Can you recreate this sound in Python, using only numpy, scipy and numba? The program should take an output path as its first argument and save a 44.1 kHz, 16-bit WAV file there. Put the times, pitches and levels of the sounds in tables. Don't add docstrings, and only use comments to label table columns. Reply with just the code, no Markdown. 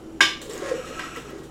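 import sys
import numpy as np
from scipy import signal
from scipy.fft import rfft, irfft
from scipy.io import wavfile
from scipy.ndimage import uniform_filter1d
from numba import njit

SR = 44100
rng = np.random.default_rng(int(sys.argv[2]) if len(sys.argv) > 2 else 0)


def magnitude_from_level(level_db):
    exponent = np.asarray(level_db, float) / 20
    return 10 ** exponent


def wrap_up_sound(samples):
    columns = np.atleast_2d(samples).T
    tamed = np.clip(columns, -1, 1)
    steps = np.round(tamed * 32767).astype(np.int16)
    wavfile.write(sys.argv[1], SR, steps)


N = 66150


def unit(x):
    return x / np.sqrt(np.mean(x ** 2))


def white():
    return rng.standard_normal(N)


def colour(x, points):
    hz, db = np.array(points).T
    f = np.arange(N // 2 + 1) * SR / N + 1
    return irfft(rfft(x) * magnitude_from_level(np.interp(np.log(f), np.log(hz), db)), N)


def split_filter(x, order, hz, side):
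    return signal.sosfilt(signal.butter(order, hz, side, fs=SR, output="sos"), x)


@njit
def svf(x, hz, width):
    y, b, l = np.empty(len(x)), 0., 0.
    for i in range(len(x)):
        g, k = np.tan(np.pi * hz[i] / SR), width / hz[i]
        v = (b + g * (x[i] - l)) / (1 + g * (g + k))
        b, l, y[i] = 2 * v - b, l + 2 * g * v, k * v
    return y


def band(x, hz, width):
    return unit(svf(x, hz + np.zeros(N), 1. * width))


def walk(rate):
    k = int(SR / rate)
    steps = np.repeat(rng.standard_normal(N // k + 1), k)
    return unit(uniform_filter1d(steps, k)[:N])


def since(s):
    return np.maximum(np.arange(N) / SR - s, 0)


def decay(t, t60):
    return np.exp(-np.log(1000) * t / t60)


def fade(s, t60, rise):
    t = since(s)
    return (1 - np.exp(-t / rise)) * decay(t, t60)


def knock_rattle(noise, s):
    # pitch_hz [Hz], level_db [dB]
    rattle_colour = [(290, -59), (500, -19.5), (1150, -12.5), (1430, -56), (1600, -18), (2100, -4.5),
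                     (2260, -3.5), (5200, -10.5), (15500, -35)]
    hiss = unit(colour(noise, rattle_colour))
    low = split_filter(hiss, 2, 5000, "low")
    treble = hiss - low
    return magnitude_from_level(1.5) * (low * fade(s, 0.33, 0.0013) + treble * fade(s, 0.25, 0.0058))


def ring_modes(noise, s, pitches, rings, gain_db):
    t, total = since(s), 0
    for hz, (mode_db, t60, close) in zip(pitches, rings):
        rise = 0.007 if 2700 < hz < 6000 else .0008
        cluster_width = 35.3 + 0.018 * hz
        tone = np.sin(2 * np.pi * hz * t) + close * band(noise, hz, cluster_width)
        total = total + magnitude_from_level(mode_db + gain_db) * tone * fade(s, t60, rise)
    return total


def knocks():
    # start_s [s], level_db [dB], ring_db [dB], contact_ms [ms], spoon_pitch [ratio]
    blows = [
        (0.2058, -16.5, -4, 0.055, 0.99),
        (0.9928, -31, -8, 0.16, 0.97),
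        (1.16, -44, -4.5, 0.096, 1.2),
    ]
    # pitch_hz [Hz]; then level_db [dB], t60_s [s], neighbours [share]
    pot_hz = [328, 1174.5, 1611, 1810, 2228, 2334, 2866, 3096, 3562, 3885, 4138, 5042, 5750, 6772]
    pot_ring = [(-8, 0.45, 0.27), (-1.5, 0.4, 0.21), (-1.5, 0.31, 0.3), (-1, 0.35, 0.19), (7, 0.26, 0.19),
                (-10, 0.3, 0.21), (-5, 0.43, 0.44), (-4, 0.29, .9), (-2.5, 0.27, .7), (5.5, 0.22, 0.17),
                (-10, 0.4, 0.23), (-6, 0.26, 2.7), (-7.5, 0.35, 1.25), (-8.5, 0.25, 1.8)]
    dense_hz = [960, 1010, 1548, 1895, 1930, 2130, 2643, 2886, 3050, 3180, 3370, 3487, 3620, 700]
    dense_ring = [(-15, 0.11, 0.37), (-6, 0.16, 0.38), (-23, 0.25, 0.42), (-11, 0.21, .2),
                  (0.5, 0.18, 0.17), (-14, 0.16, 0.38), (-27, 0.17, .3), (7.5, 0.17, 0.22),
                  (2.5, 0.24, 0.45), (2.5, 0.23, 0.13), (-15.5, 0.12, 0.21), (0.5, 0.33, 0.27),
                  (-3, 0.32, .2), (-30, 0.3, 0.23)]
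    spot_hz = [395, 1085, 1635, 2001, 2524, 580, 4650, 5300, 7000, 8050, 9300, 10700, 12300, 13700]
    spot_ring = [(-12.5, 0.29, 0.33), (-5.5, 0.07, 0.76), (15, 0.057, 0.13), (-4, .07, 0.13),
                 (3, 0.11, 0.1), (-17, 0.12, 1.04), (-19, 0.27, 1.7), (-5.5, 0.21, 1.15),
                 (-6.5, 0.05, 1.46), (-11.5, 0.15, 1.4), (-17, 0.2, 1.1), (-20, 0.14, 0.77),
                 (-36, .15, 1.3), (-34, .12, 1.1)]
    out = 0
    for s, db, ring_db, contact_ms, ratio in blows:
        noise = white()
        hit = knock_rattle(noise, s)
        hit = hit + ring_modes(noise, s, pot_hz, pot_ring, ring_db)
        hit = hit + ring_modes(noise, s, dense_hz, dense_ring, ring_db)
        hit = hit + ring_modes(noise, s, ratio * np.array(spot_hz), spot_ring, 0)
        keep = np.exp(-1000 / SR / contact_ms)
        out = out + magnitude_from_level(db) * signal.lfilter([1 - keep], [1, -keep], hit)
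    return out


def grains():
    chance, size = rng.random((N, 2)).T
    clicks = (chance < 6000 / SR) * magnitude_from_level(-np.log(size + 1e-9))
    return (unit(clicks) + 1.45) * white()


def rubbing(on_wall):
    # pitch_hz [Hz], level_db [dB]
    rub_colour = [(350, -20), (600, -0.5), (716, -12), (1320, -4), (2040, -8), (2720, -11.5), (4620, -16),
                  (7540, -18.5), (15500, -42.5)]
    # pitch_hz [Hz], width_hz [Hz], level_db [dB]
    base = [(1085, 76, -1.5), (1630, 41, -5.5), (1899, 18, -4), (735, 21, -3.5), (6730, 900, -12),
            (8900, 300, -20), (5150, 66, -16), (3850, 29, -27)]
    wall = [(2540, 480, -11), (2810, 77, -19), (1846, 31, -21.5), (4170, 37, -20.5), (5540, 710, -16),
            (6380, 2100, -17.5), (7700, 280, -18), (10900, 820, -26), (12500, 350, -27)]
    grit = grains()
    broad = unit(colour(grit, rub_colour))
    bright = split_filter(broad, 2, 3600, "high")
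    rub = broad - (1 - magnitude_from_level(-26 * on_wall)) * bright
    base_ring = sum(magnitude_from_level(db + 1.3 * walk(26.2)) * band(grit, hz, w) for hz, w, db in base)
    wall_ring = sum(magnitude_from_level(db) * band(band(grit, hz, w), hz, 2 * w) for hz, w, db in wall)
    return rub + 0.4 * base_ring + on_wall * magnitude_from_level(4) * wall_ring


def scrape():
    # start_s [s], rub_db [dB], judder_db [dB], judder_hz [Hz], sing_db [dB]
    strokes = [(0.411, -37.5, -32, 470, -65), (0.434, -53.5, -36, 492.4, -86),
               (0.488, -49, -28.5, 424, -78), (0.504, -45, -24.5, 456, -80),
               (0.586, -39.5, -33.5, 410, -48), (0.691, -37, -21.5, 520, -40),
               (0.722, -41.5, -28.5, 426, -45), (0.832, -44, -32, 433, -46), (0.932, -42.5, -35, 473, -44),
               (0.985, -44.5, -67, 436, -42), (0.994, -43.5, -33, 396, -42), (1.08, -43.5, -45, 447, -52),
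               (1.138, -45, -85, 450, -57), (1.166, -42, -50, 500, -45), (1.234, -51, -32.5, 395, -50.5),
               (1.316, -45.5, -29, 400, -47), (1.43, -54, -36.5, 437, -111), (1.5, -71, -66, 434, -87)]
    s, rub_db, judder_db, judder_hz, sing_db = np.array(strokes).T
    t = np.arange(N) / SR
    on = np.clip((t - s[0]) / 0.0058, 0, 1)
    on_wall = np.clip(np.minimum(t - 0.745, 1.314 - t) / 0.01, 0, 1)

    def at(values):
        return np.interp(t, s, values)

    rub = rubbing(on_wall)
    sing_hz = 1308 * (1 + .007 * walk(6))
    sing = magnitude_from_level(1.5 * walk(37.4)) * band(band(grains(), sing_hz, 28), sing_hz, 220)
    judder = magnitude_from_level(2.0 * walk(33.6)) * band(band(grains(), at(judder_hz), 70), at(judder_hz), 210)
    rub = magnitude_from_level(at(rub_db) - 1.84 + 1.24 * walk(29.78)) * rub
    return on * (rub + magnitude_from_level(at(sing_db) - 11) * sing + magnitude_from_level(at(judder_db) - 12.5) * judder)


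def drag_rings(rows, sag_db):
    out = 0
    for s, db, hz, hold in rows:
        t = since(s)
        tone = magnitude_from_level(db - sag_db * t) * np.sin(2 * np.pi * hz * t)
        out = out + tone * (1 - np.exp(-t / 0.0024)) * decay(since(s + hold), 0.03)
    return out


def bumps():
    # start_s [s], level_db [dB], pitch_hz [Hz], hold_s [s]
    thumps = [(.416, -29.5, 500, 0.003), (.461, -31.5, 496, 0.007), (.468, -34, 342, 0.013),
              (.494, -26, 437, 0.0093), (.512, -29, 457, 0.0035), (.535, -29, 418, 0.014),
              (.551, -30.5, 513, .012), (.562, -34, 362, 0.01), (.574, -24, 413, 0.0037),
              (.593, -29.5, 327, 0.0096), (.618, -22.5, 385, 0.009), (.626, -27, 556, 0.011),
              (.638, -29, 337, 0.017), (.657, -27, 559, 0.011), (.668, -31, 356, 0.013),
              (.687, -28, 528, 0.03), (.7135, -13, 502, 0.012), (.727, -19, 485, .006),
              (.7375, -22.5, 452, 0.0091), (.755, -46, 452, .01), (.777, -25, 515, 0.024),
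              (.905, -26.5, 492, 0.011), (1.153, -44, 466, 0.0065), (1.170, -30, 473, 0.012),
              (1.252, -34, 419, 0.021), (1.318, -29, 407, 0.014), (1.33, -31.5, 402, 0.01),
              (1.381, -33.5, 392, 0.017), (1.397, -32.5, 397, 0.0069), (1.416, -37.5, 391, 0.01),
              (1.455, -37, 458, 0.0055)]
    return drag_rings(thumps, sag_db=197)


def squeaks():
    # start_s [s], level_db [dB], pitch_hz [Hz], hold_s [s]
    slides = [(.695, -37.5, 1063, 0.027), (.782, -45, 1300, 0.0063), (.797, -36, 1317, 0.0067),
              (.82, -40, 1257, 0.0071), (.843, -29, 1280, 0.0046), (.872, -50, 1280, 0.0073),
              (.896, -40, 1244, 0.01), (.913, -36, 1280, 0.013), (.934, -40, 1266, 0.0047),
              (.956, -37, 1311, 0.035), (1.0, -38, 1260, 0.011), (1.034, -28.5, 1317, 0.008),
              (1.074, -36.5, 1308, .014), (1.11, -39.5, 1338, 0.026), (1.144, -43, 1310, 0.016),
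              (1.162, -36, 1308, .014), (1.186, -43, 1315, 0.013), (1.226, -43, 1313, 0.0075),
              (1.254, -38.5, 1265, 0.0057), (1.293, -40, 1317, 0.0085)]
    return drag_rings(slides, sag_db=33)


def ticks():
    # start_s [s], level_db [dB], tail_s [s], top_db [dB]
    catches = [(0.4165, -28, 0.31, -9.5), (.495, -31.5, 0.27, -15), (0.533, -36.5, 0.36, -4),
               (0.5772, -43, 0.041, -18), (.85, -37, 0.5, -13), (1.16, -39.5, 0.4, -3),
               (1.3, -42, 0.069, 0), (1.382, -41.5, 0.13, -6), (1.433, -40.5, 0.36, -9)]
    # pitch_hz [Hz], level_db [dB]
    tick_colour = [(1180, -46), (2000, -21), (2920, 10), (3340, 6.5), (3800, 10.5), (4880, -1), (7550, 7.5),
                   (15500, -17.5)]
    hiss = unit(colour(white(), tick_colour))
    top = unit(split_filter(white(), 4, 11500, "high"))
    out = 0
    for s, db, tail, top_db in catches:
        shape = .6 * fade(s, 0.0064, .0003) + 0.53 * fade(s, tail, 0.0015)
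        out = out + magnitude_from_level(db - 6) * (hiss + magnitude_from_level(top_db) * top) * shape
    return out


def snaps():
    # start_s [s], level_db [dB], pitch_hz [Hz], t60_s [s]
    grit_snaps = [(.4158, -34.5, 7300, .015), (.4955, -35, 7400, .012), (.4985, -41, 7600, .01),
                  (.509, -39, 5480, 0.058), (.522, -34, 7570, 0.013), (0.5338, -29, 7700, .01),
                  (.54, -38, 6960, .015), (0.5777, -31, 6800, 0.018), (0.588, -41, 6900, .015),
                  (.9928, -29, 1950, 0.05), (1.299, -50, 7700, .015)]
    t, grit = np.arange(N) / SR, white()
    out = 0
    for s, db, hz, t60 in grit_snaps:
        tone = np.sin(2 * np.pi * hz * t) + 0.45 * band(grit, hz, 2300)
        out = out + magnitude_from_level(db) * tone * fade(s, t60, 0.0002)
    return out


def echo(pot):
    tail = signal.lfilter([.6], [1, -.4], white()) * fade(.004, .33, 0.0071)
    wet = signal.fftconvolve(pot, tail / np.sqrt(np.sum(tail ** 2)))[:N]
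    return magnitude_from_level(-11) * wet


def pot_hollow():
    # start_s [s], level_db [dB]
    hollow_level = [(0, -40), (.2, -47.5), (.95, -46), (1.08, -50.5), (1.5, -50.5)]
    t = np.arange(N) / SR
    tone = magnitude_from_level(5.4 * walk(16)) * np.sin(2 * np.pi * 326 * t)
    breath = 0.97 * band(white(), 326, 12.7)
    return magnitude_from_level(np.interp(t, *np.array(hollow_level).T)) * (tone + breath)


def appliance():
    # pitch_hz [Hz], width_hz [Hz], level_db [dB]
    drone = [(140.8, 7.2, -53), (494.7, 26, -58), (250.5, 27, -51), (1300, 150, -60.5), (59, 30, -68),
             (802, 140, -58), (2980, 270, -66.5), (5670, 180, -70), (7150, 1100, -66.5),
             (10670, 120, -74.5), (29.6, 22, -63)]
    return sum(magnitude_from_level(db + 0.75 * walk(9.65)) * band(white(), hz, w) for hz, w, db in drone)


def room_air():
    # pitch_hz [Hz], level_db [dB]
    air_colour = [(20, -6), (45, -18), (90, -11), (200, -6.5), (400, -6), (700, -21), (2000, -31.5),
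                  (15500, -48.5)]
    air = magnitude_from_level(-40.5 - 4) * unit(colour(white(), air_colour))
    hum = magnitude_from_level(-50 + 2 * walk(14)) * np.sin(2 * np.pi * 59.7 * np.arange(N) / SR)
    return air + hum


def scene():
    pot = knocks() + scrape() + bumps() + squeaks() + ticks() + snaps()
    kitchen = pot_hollow() + appliance() + room_air()
    return (pot + echo(pot) + kitchen)[None]


def roll_off(x):
    return signal.sosfilt(signal.butter(12, 15820, fs=SR, output="sos"), x)


def record(dry):
    rounded = np.tanh(0.59 * dry) / 0.61 * 0.96
    top_cut = signal.ellip(8, .2, 70, 15900, fs=SR, output="sos")
    mix = signal.sosfilt(top_cut, rounded)
    return roll_off(mix)


dry = scene()
out = record(dry)
wrap_up_sound(out)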